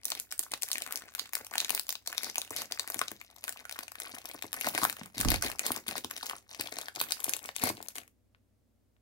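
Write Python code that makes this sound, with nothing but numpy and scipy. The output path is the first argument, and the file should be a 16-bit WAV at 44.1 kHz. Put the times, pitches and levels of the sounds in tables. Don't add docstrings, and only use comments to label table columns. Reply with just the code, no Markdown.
import sys
import numpy as np
from scipy import signal
from scipy.fft import rfft, irfft, next_fast_len
from scipy.io import wavfile
from scipy.ndimage import uniform_filter1d

SR = 44100
rng = np.random.default_rng(int(sys.argv[2]) if len(sys.argv) > 2 else 0)


def generate_wav(signal):
    frames = np.transpose(np.atleast_2d(signal))
    scaled = np.clip(frames, -1, 1) * 32767
    pcm = np.round(scaled).astype(np.int16)
    wavfile.write(sys.argv[1], SR, pcm)


N = 397341
TIME = np.arange(N) / SR

# (frequency [Hz], relative level [dB per Hz])
ROOM_AIR_SPECTRUM = [(25, -20), (60, -15), (100, -5), (150, -21.5), (230, -9), (350, -20), (600, -22.5),
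                     (1000, -33), (3000, -39), (16000, -41)]
# (frequency [Hz], level [dB rms])
HUM_TONES = [(61.5, -77.5), (98, -78.5)]
# (frequency [Hz], relative band level [dB])
WALL_SPECTRUM = [(100, 3), (250, 2), (700, -4), (1500, 2), (3000, 0), (4500, 4), (8000, -0.5), (12000, -2),
                 (16000, 8.5)]
# (frequency [Hz], time [s])
ROOM_DECAY = [(200, 0.45), (1000, 0.16), (5000, 0.18), (15000, 0.18)]
# (time [s], level before trim [dB])
PUFF_LEVEL = [(5.16, -65.5), (5.2, -44), (5.245, -41.5), (5.262, -25.5), (5.30, -28), (5.385, -38.5),
              (5.42, -51), (5.48, -48), (5.6, -69)]
# (frequency [Hz], relative level [dB per Hz])
PUFF_SPECTRUM = [(20, -18), (35, -1), (50, 7.5), (72, -4), (100, -8.5), (122, -3.5), (180, -18.5),
                 (400, -52)]
# (time [s], level before trim [dB])
FINGERTIP_TAPS = [(8.348, -49), (8.966, -61.5)]
# (time [s], pitch of the push [Hz], soft push [dB], hard knock [dB])
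BUMPS = [(0.121, 300, -50, -16.5), (0.536, 312, -22.5, -12), (1.41, 257, -25, -52),
         (1.555, 306, -24, -11.5), (1.704, 313, -19, -17), (2.267, 260, -23, -19.5), (2.382, 319, -27, -14),
         (2.509, 387, -14, -19.5), (2.961, 229, -15.5, -28), (3.014, 400, -20, -11.5),
         (3.116, 236, -15.5, -19.5), (3.788, 244, -22, -20), (4.137, 246, -19, -34),
         (4.347, 287, -18.5, -23), (4.442, 297, -14.5, -19), (4.672, 260, -9.5, -5),
         (4.748, 361, -10.5, -14), (4.786, 320, -16, -11.5), (4.827, 232, -5.5, -13), (4.851, 300, -20, -8),
         (5.014, 208, -11, -22), (5.169, 258, -14, -40), (5.198, 231, -6.5, -26), (5.255, 225, 2.5, -23),
         (5.274, 241, 0, -21), (5.317, 248, -2.5, -12), (5.343, 237, -14, -8.5), (5.449, 274, -6.5, -26),
         (5.705, 276, -5.5, -7.5), (5.77, 276, -15.5, -18), (5.882, 248, -12, -35), (5.926, 228, -19, -32),
         (5.955, 236, -33, -12), (6.046, 277, -12, -14.5), (6.231, 280, -26, -15.5),
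         (6.333, 300, -22, -14.5), (6.595, 380, -11, -20), (6.787, 398, -25, -16), (6.97, 414, -18, -21),
         (7.013, 393, -15.5, -9.5), (7.28, 304, -13, -16.5), (7.49, 400, -27.5, -15.5),
         (7.804, 300, -24, -19.5), (7.636, 235, -1, -5.5), (7.672, 296, -16, -12), (7.701, 277, -7.5, -9)]
# (start [s], end [s], rub before trim [dB], film hiss before trim [dB])
STROKES = [(1.699, 1.778, -50, -50), (2.215, 2.306, -53, -47), (2.562, 2.62, -61, -40),
           (4.645, 4.685, -41, -45), (4.74, 4.8, -48, -48.5), (4.806, 4.846, -55.5, -43.5),
           (5.144, 5.265, -50.5, -54.5), (5.283, 5.361, -40, -41), (5.431, 5.476, -39.5, -41.5),
           (5.64, 5.701, -43.5, -45), (5.959, 5.988, -42.5, -44), (7.614, 7.705, -37.5, -40)]
# (frequency [Hz], relative level [dB per Hz])
SKIN_SPECTRUM = [(60, -13.5), (130, -13.5), (240, 0.5), (420, 0.5), (720, 3.5), (1200, -11), (2200, 4.5),
                 (3500, -22), (7000, -19)]
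# (frequency [Hz], relative level [dB per Hz])
FILM_SPECTRUM = [(1200, -5.5), (2200, 3.5), (3000, -0.5), (4400, 11.5), (7000, -3), (9000, -2.5),
                 (11500, 6.5), (15500, -17)]
# (time [s], left over right [dB], lag of the right microphone [s])
HAND_POSITION = [(0, 4, 0.00011), (2.5, 3.5, 0.00014), (4.2, 4.5, 0.00019), (6.5, 4, 0.00019),
                 (7.301, 7, .00025), (8, 6, 0.00029)]
# (start [s], length [s], force as crackle level before sag [dB])
FINGER_SQUEEZES = [(0.049, 0.14, -51.5), (0.294, 0.046, -59), (0.397, 0.038, -51.5), (0.512, 0.017, -48.5),
                   (0.63, 0.08, -58.5), (0.678, 0.17, -51), (0.864, .22, -52), (1.15, 0.12, -55.5),
                   (1.366, 0.037, -49), (1.509, .15, -46.5), (1.693, 0.21, -55.5), (2.06, .24, -52.5),
                   (2.356, 0.12, -54), (2.505, 0.12, -46), (2.699, 0.21, -52), (2.876, .16, -51),
                   (3.08, 0.5, -62.5), (3.423, 0.17, -52), (3.705, .12, -53.5), (3.973, 0.21, -49),
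                   (4.232, 0.13, -50.5), (4.422, 0.029, -49.5), (4.537, 0.094, -46.5), (4.647, .26, -43.5),
                   (4.965, 0.094, -54.5), (5.169, 0.18, -44), (5.421, 0.096, -44.5), (5.592, .18, -45),
                   (5.862, 0.094, -46.5), (6.099, 0.17, -52.5), (6.203, 0.15, -49), (6.49, 0.093, -53.5),
                   (6.6, 0.26, -48), (6.947, 0.2, -48.5), (7.19, .17, -47.5), (7.416, 0.047, -49.5),
                   (7.555, 0.14, -48.5), (7.77, 0.12, -57.5), (7.953, 0.017, -45.5)]
# (time [s], knock of a 0 dB buckle before trim [dB])
FILM_TO_CASE = [(0, -28.5), (2, -21), (4.5, -18), (8, -22.5)]
# (time [s], pitch of the flexing patch [Hz], its ring [dB], bright crack [dB])
LOUD_BUCKLES = [(.034, 5000, -26, -42), (.054, 6370, -21, -1), (.103, 6080, -19, -5),
                (.119, 4150, -4.5, -42), (.151, 3370, -13.5, -16.5), (.199, 11480, -10.5, -8),
                (.315, 5000, -15, -21), (.324, 2050, -13.5, -7.5), (.393, 10000, 2.5, -10.5),
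                (.434, 3640, -22, -15.5), (.518, 3540, -21, -9), (.538, 4400, -5, -15),
                (.622, 2740, -15.5, -7.5), (.633, 1800, -18, -2), (.687, 1970, -21.5, -12),
                (.716, 4400, -5, -4), (.731, 6430, -5, -9), (.756, 2100, -7.5, -28),
                (.782, 1960, -11.5, -10), (.821, 2600, -12, -7), (.864, 1110, -15.5, -19),
                (.909, 1270, -16, -19), (.924, 1590, -17, -6.5), (.958, 5130, -9.5, -10),
                (.974, 3250, -21, -11), (1.15, 1486, -16.5, -8.5), (1.195, 4070, -2, -9),
                (1.257, 2590, -22.5, -36.5), (1.334, 1600, -12, -5.5), (1.353, 1880, -12, -1),
                (1.447, 5300, -32, -18.5), (1.467, 2870, -24, -17), (1.538, 1500, -11, -16.5),
                (1.555, 1920, -7, -13), (1.581, 3700, 0, -3), (1.603, 3980, 1, -18),
                (1.647, 3470, -5.5, -12.5), (1.695, 2040, -5.5, -8), (1.705, 2980, -6, -1),
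                (1.749, 12300, 0, -3), (1.777, 2160, -10.5, -13.5), (1.796, 4330, -8, -4.5),
                (1.892, 4670, -23, -1), (1.905, 5440, -6.5, -22), (1.926, 2000, -26.5, -9.5),
                (1.954, 3740, -11, -36), (2.062, 2000, -26, -33), (2.075, 4530, -6, -7.5),
                (2.128, 1970, -12, -16), (2.18, 4200, -1.5, -12), (2.233, 2250, -15, -9),
                (2.245, 4800, -9, -19.5), (2.299, 5000, -11, -35), (2.357, 2270, -7.5, -8.5),
                (2.382, 7050, -2, -5.5), (2.417, 4100, -9.5, -13), (2.564, 3340, -13.5, -7),
                (2.619, 1257, -17, -10.5), (2.722, 4400, -5, -15), (2.796, 4100, -2, -7.5),
                (2.876, 1643, -16.5, -12), (2.901, 1240, -17, -6.5), (2.944, 1800, -15, -7),
                (2.992, 2050, -13, -4.5), (3.015, 1180, -1, -10.5), (3.082, 4160, -9.5, -30),
                (3.116, 1810, -19, -15), (3.214, 1860, -18, -26), (3.363, 4000, -31, -25.5),
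                (3.44, 2420, -15, -11), (3.48, 1600, -8.5, -12), (3.493, 1800, -14, -7),
                (3.653, 1470, -14, -21), (3.695, 2230, -16, -19), (3.725, 3460, -16, -15),
                (3.79, 1940, -13.5, -12.5), (3.834, 4900, -17.5, -33), (3.881, 2090, -18.5, -21.5),
                (3.919, 1630, -24, -18), (3.955, 1990, -17, -25), (4.001, 1820, -17, -10),
                (4.151, 3100, -25, -19), (4.256, 2580, -19.5, -13.5), (4.424, 2575, -11.5, -11.5),
                (4.53, 2050, -14.5, -7), (4.611, 2050, -13, -6), (4.645, 1600, -8, -14.5),
                (4.668, 3110, -9.5, -4.5), (4.687, 2900, -14, -3), (4.75, 3480, -9.5, -9),
                (4.778, 1600, -0.5, -6), (4.834, 1070, 0, -3.5), (4.841, 11300, 1, -28),
                (4.851, 1220, 1.5, -1), (4.898, 2350, -7.5, -7.5), (4.967, 3100, -20.5, -21.5),
                (5.181, 3490, -8.5, -8.5), (5.203, 3350, -9, -1), (5.212, 2200, -8.5, 0),
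                (5.249, 1168, -6.5, -7.5), (5.286, 3300, -4.5, -7.5), (5.304, 4200, -9.5, 1),
                (5.318, 2300, -2.5, -4.5), (5.342, 2840, -3.5, -10), (5.424, 1464, -6.5, -1),
                (5.447, 2900, -12, -12), (5.464, 3970, -12.5, -10.5), (5.5, 1314, -13, -12),
                (5.594, 2070, -4.5, -2), (5.665, 3820, -8, 0.5), (5.719, 2110, -13.5, -1.5),
                (5.763, 2130, -13.5, -9), (5.882, 3870, -7.5, -8), (5.888, 1980, -12, -10.5),
                (5.98, 3330, -13, -10), (6.046, 3900, -9, -13.5), (6.111, 2150, -13.5, -10.5),
                (6.165, 3480, -13, -21), (6.231, 4700, -13.5, -16), (6.266, 5300, -16, -13),
                (6.297, 3020, -7.5, -11.5), (6.311, 1020, -10, -30), (6.513, 4200, -19, -41),
                (6.598, 4060, -10.5, -27), (6.61, 2365, -10, -5), (6.673, 3420, -13, -37),
                (6.786, 4500, -9.5, -12), (6.814, 3450, -20, -13.5), (6.884, 1650, -11, -20),
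                (6.96, 4680, -13.5, -18), (7.002, 3520, -4.5, -10.5), (7.014, 2480, -3, 1.5),
                (7.108, 1950, -16, -11), (7.121, 4060, 0.5, -3), (7.203, 11200, -11, -29),
                (7.243, 11330, 0.5, -12), (7.294, 1630, -11.5, -0.5), (7.336, 2880, -4.5, -3.5),
                (7.366, 1450, -31.5, -10.5), (7.458, 1900, -20, -12), (7.49, 2190, -11, -35),
                (7.564, 3700, -11, -6.5), (7.638, 11800, 3, -21), (7.672, 2400, -14, -6),
                (7.691, 2534, -16, -5), (7.77, 3870, -21, -31), (7.827, 1990, -32, -16.5),
                (7.885, 8100, -18, -11), (7.956, 7340, -16, -14), (7.983, 2540, -16.5, -15),
                (8.078, 1950, -37, -32)]

SQUEEZE_ATTACK_S, SAG_DB_PER_S, RELEASE_DB_PER_S = 0.0027, 7.5, 298
REST_DB, LET_GO_S = -73, 8.02
KNOCK_DB_PER_BUCKLE_DB = 0.61


def from_db(db):
    return 10 ** (np.asarray(db) / 20)


def rms_one(x):
    return x / np.sqrt(np.mean(x ** 2) + 1e-30)


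def energy_one(x):
    return x / np.sqrt(np.sum(x ** 2, axis=-1, keepdims=True) + 1e-30)


def at_hz(points, hz):
    f, value = np.transpose(points)
    return np.interp(np.log(hz), np.log(f), value)


def passed(x, hz, kind, order=1):
    sections = signal.butter(order, hz, kind, fs=SR, output="sos")
    return signal.sosfilt(sections, x)


def panned(left_over_right_db):
    return rms_one(from_db([[left_over_right_db / 2], [-left_over_right_db / 2]]))


def add(out, s, sound):
    at = max(round(s * SR), 0)
    out[:, at:at + sound.shape[1]] += sound[:, :max(N - at, 0)]


def pair(size, alike):
    mid, side = rng.standard_normal((2, size))
    return np.sqrt((1 + alike) / 2) * mid + np.sqrt((1 - alike) / 2) * side * [[1], [-1]]


def coloured(x, spectrum):
    size = next_fast_len(N)
    hz = np.maximum(np.fft.rfftfreq(size, 1 / SR), 1)
    shaped = rfft(x, size) * from_db(at_hz(spectrum, hz))
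    return rms_one(irfft(shaped, size)[:, :N])


def jolt(t, release_s, shiver_s, shiver_db, alike):
    release = energy_one(t * np.exp(-t / release_s)) * rng.choice([-1, 1])
    shiver = energy_one(pair(len(t), alike) * np.sqrt(t) * np.exp(-t / shiver_s))
    return release + from_db(shiver_db) * shiver


def grains(per_s, grain_s, smooth_db, alike):
    sizes = from_db(4 * np.minimum(rng.exponential(1, N), 3))
    born = rng.random(N) < per_s / SR
    decay = np.exp(-2 / (grain_s * SR))
    power = signal.lfilter([1], [1, -decay], (born * sizes) ** 2 + 1e-18)
    return pair(N, alike) * np.sqrt(power / power.mean() + from_db(smooth_db) ** 2)


def background(air_db=-73):
    hum = 0
    for hz, db in HUM_TONES:
        hum = hum + from_db(db) * np.sqrt(2) * np.sin(2 * np.pi * (hz * TIME + rng.random()))
    return hum + from_db(air_db) * coloured(pair(N, 0.29), ROOM_AIR_SPECTRUM)


def room(x, near_db=-14, tail_db=-10.0, near_s=0.00097, build_s=0.0013):
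    t = np.arange(SR // 2) / SR
    near = passed(pair(len(t), 0.25), 500, "high")
    near = energy_one(near * np.exp(-t / near_s) * (t > .002))
    edges, tail = np.geomspace(90, 18000, 12), 0
    for low, high in zip(edges, edges[1:]):
        hz = np.sqrt(low * high)
        alike = 1 / (1 + (hz / 900) ** 2)
        band = passed(pair(len(t), alike), [low, high], "band", order=2)
        tail = tail + band * from_db(at_hz(WALL_SPECTRUM, hz) - 60 * t / at_hz(ROOM_DECAY, hz))
    tail = energy_one(tail * (1 - np.exp(-t / build_s)) * (t > .003))
    response = from_db(near_db) * near + from_db(tail_db) * tail
    return signal.fftconvolve(x, response, axes=1)[:, :N]


def puff(level_db=-1.0):
    level = np.interp(TIME, *np.transpose(PUFF_LEVEL), left=-120, right=-120)
    eddies = coloured(pair(N, .15), PUFF_SPECTRUM)
    swell = np.sqrt(uniform_filter1d(eddies ** 2, size=1300) + 1e-6)
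    return from_db(level + level_db) * rms_one(eddies / swell) * panned(-14.5)


def taps(level_db=12, tap_hz=(900, 3200)):
    out, t = np.zeros((2, N)), np.arange(900) / SR
    for s, db in FINGERTIP_TAPS:
        touch = jolt(t, release_s=.00003, shiver_s=0.0044, shiver_db=-9.0, alike=0.66)
        tick = passed(touch, tap_hz, "band", order=2)
        add(out, s, from_db(db + level_db) * energy_one(tick))
    return out


def thumps(level_db=-4.5, thump_s=0.0054, width=1.37, shiver_db=13, weight_db=-10):
    out, t = np.zeros((2, N)), np.arange(3000) / SR
    for s, hz, db, _ in BUMPS:
        push = jolt(t, release_s=0.00022, shiver_s=thump_s, shiver_db=shiver_db, alike=0.52)
        hollow = energy_one(passed(push, [hz / width, hz * width], "band", order=2))
        low = passed(push, [85, 160], "band", order=2)
        weight = energy_one(passed(low, 70, "high", order=2))
        add(out, s, from_db(db + level_db) * (hollow + from_db(weight_db) * weight))
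    return out * panned(0.7)


def knocks(level_db=1.1, knock_hz=(600, 1200)):
    out, t = np.zeros((2, N)), np.arange(700) / SR
    for s, _, _, db in BUMPS:
        hit = jolt(t, release_s=.000015, shiver_s=0.0007, shiver_db=2.5, alike=0.79)
        body = passed(hit, knock_hz, "band", order=2)
        add(out, s, from_db(db + level_db) * energy_one(body))
    return out


def slides(edge_s=0.0012, rub_trim_db=0.5, hiss_trim_db=2.5):
    rub, hiss = np.zeros((2, N))
    for start, end, rub_db, hiss_db in STROKES:
        stroke = np.clip(np.minimum(TIME - start, end - TIME) / edge_s + .5, 0, 1)
        rub += stroke * from_db(rub_db + rub_trim_db)
        hiss += stroke * from_db(hiss_db + hiss_trim_db)
    rubbing = rub * coloured(grains(500, 0.0028, -6.5, 0.71), SKIN_SPECTRUM)
    hissing = hiss * coloured(grains(430, 0.00028, -2, 0.091), FILM_SPECTRUM)
    return rubbing + hissing


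def force_db():
    held = REST_DB - RELEASE_DB_PER_S * np.maximum(TIME - LET_GO_S, 0)
    for start, length, db in FINGER_SQUEEZES:
        span = slice(max(int(start * SR), 0), int((start + length) * SR) + SR // 4)
        t = np.maximum(TIME[span] - start, 1 / SR)
        attack = 20 * np.log10(np.minimum(t / SQUEEZE_ATTACK_S, 1))
        release = RELEASE_DB_PER_S * np.maximum(t - length, 0)
        squeeze = db + attack - SAG_DB_PER_S * t - release
        held[span] = np.maximum(held[span], squeeze)
    return held


def crackle(force, tilt_db_per_octave=0.5, per_s=22, skin_db=-4.5, width=1.39):
    ticks = 0
    for hz in np.geomspace(900, 12000, 9):
        creases = passed(grains(per_s, .0007, -16, 1.0), [hz / width, hz * width], "band", order=2)
        ticks = ticks + rms_one(creases) * from_db(tilt_db_per_octave * np.log2(hz / 3000))
    skin = coloured(grains(120, 0.0026, -20.5, 0.77), SKIN_SPECTRUM)
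    return from_db(force) * (rms_one(ticks) + from_db(skin_db) * skin)


def flex(x, hz, width=1.36):
    resonance = passed(x, [hz / width, hz * width], "band")
    return passed(resonance, hz / 3, "high")


def buckle(hz, ring_db, crack_db, knock_db, crack_hz=(6000, 15000), knock_hz=(580, 1300), beam_db=-1.0, sing_db=-8):
    t = np.arange(700) / SR
    bend = jolt(t, release_s=.000012, shiver_s=0.00055, shiver_db=-0.5, alike=0.5)
    patch = energy_one(flex(bend, hz))
    mode_hz = hz * rng.uniform(.85, 1.15)
    phase = 2 * np.pi * (mode_hz * t + rng.random((2, 1)))
    mode = energy_one(np.sin(phase) * np.sqrt(t) * np.exp(-t * mode_hz / 2.7))
    patch = energy_one(patch + from_db(sing_db) * mode)
    ragged_s = np.interp(crack_db, [-20, 0], [.00055, .00018])
    edge = jolt(t, release_s=.000008, shiver_s=ragged_s, shiver_db=13, alike=0.055)
    edge = passed(passed(edge, crack_hz, "band"), 2700, "high")
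    hit = jolt(t, release_s=.000015, shiver_s=0.00058, shiver_db=5.0, alike=.7)
    body = energy_one(passed(hit, knock_hz, "band", order=2))
    crack = from_db(crack_db) * energy_one(edge) * panned(beam_db)
    return from_db(ring_db) * patch + crack + from_db(knock_db) * body


def small_buckles(force, count=170, above_db=30, spread_db=3.0, pitch_hz=2800, spread_octaves=.8,
                  crack_db=-4, crack_spread_db=5.5):
    times = (np.arange(count) + rng.random(count)) * LET_GO_S / count
    size, pitch, edge = np.clip(rng.standard_normal((count, 3)), -1.6, 1.6).T
    hz = pitch_hz * 2 ** (spread_octaves * pitch)
    ring = np.interp(times, TIME, force) + above_db + spread_db * size
    crack = ring + crack_db + crack_spread_db * edge
    return np.transpose([times, hz, ring, crack])


def snaps(rows, ring_trim_db=-1.14, crack_trim_db=-0.5, knock_trim_db=0.6, pan_spread_db=4.5,
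          slip_db=-16, slip_s=0.0055, creep_db=-21, creep_s=.014):
    out = np.zeros((2, N))
    for s, hz, ring, crack in rows:
        coupling = np.interp(s, *np.transpose(FILM_TO_CASE))
        knock = KNOCK_DB_PER_BUCKLE_DB * max(ring, crack) + coupling
        snap = buckle(hz, ring + ring_trim_db, crack + crack_trim_db, knock + knock_trim_db)
        add(out, s, snap * panned(rng.normal(0, pan_spread_db)))
        delay = slip_s * rng.uniform(0.19, 1) * rng.choice([-1, 1])
        add(out, s + delay, snap * from_db(slip_db))
        lead = creep_s * rng.uniform(0.43, 1)
        add(out, s - lead, snap * from_db(creep_db + rng.normal(0, 2.6)))
    return out


def placed(x):
    s, *columns = np.transpose(HAND_POSITION)
    pan_db, lag = (np.interp(TIME, s, c) for c in columns)
    gains = from_db([pan_db / 2, -pan_db / 2])
    gains = gains / np.sqrt(np.mean(gains ** 2, axis=0))
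    late_right = np.interp(TIME - lag, TIME, x[1])
    return np.array([x[0], late_right]) * gains


def scene(bump_room_db=-2):
    force = force_db()
    buckles = snaps(LOUD_BUCKLES) + snaps(small_buckles(force), knock_trim_db=-1.0)
    film = buckles + crackle(force) + slides()
    plastic = film + knocks() + taps()
    bumps = thumps()
    answer = room(plastic + from_db(bump_room_db) * bumps)
    return background() + answer + puff() + bumps + placed(plastic)


def record(dry):
    return signal.sosfilt(signal.ellip(10, .1, 70, 15850, fs=SR, output="sos"), dry)


dry = scene()
out = record(dry)
generate_wav(out)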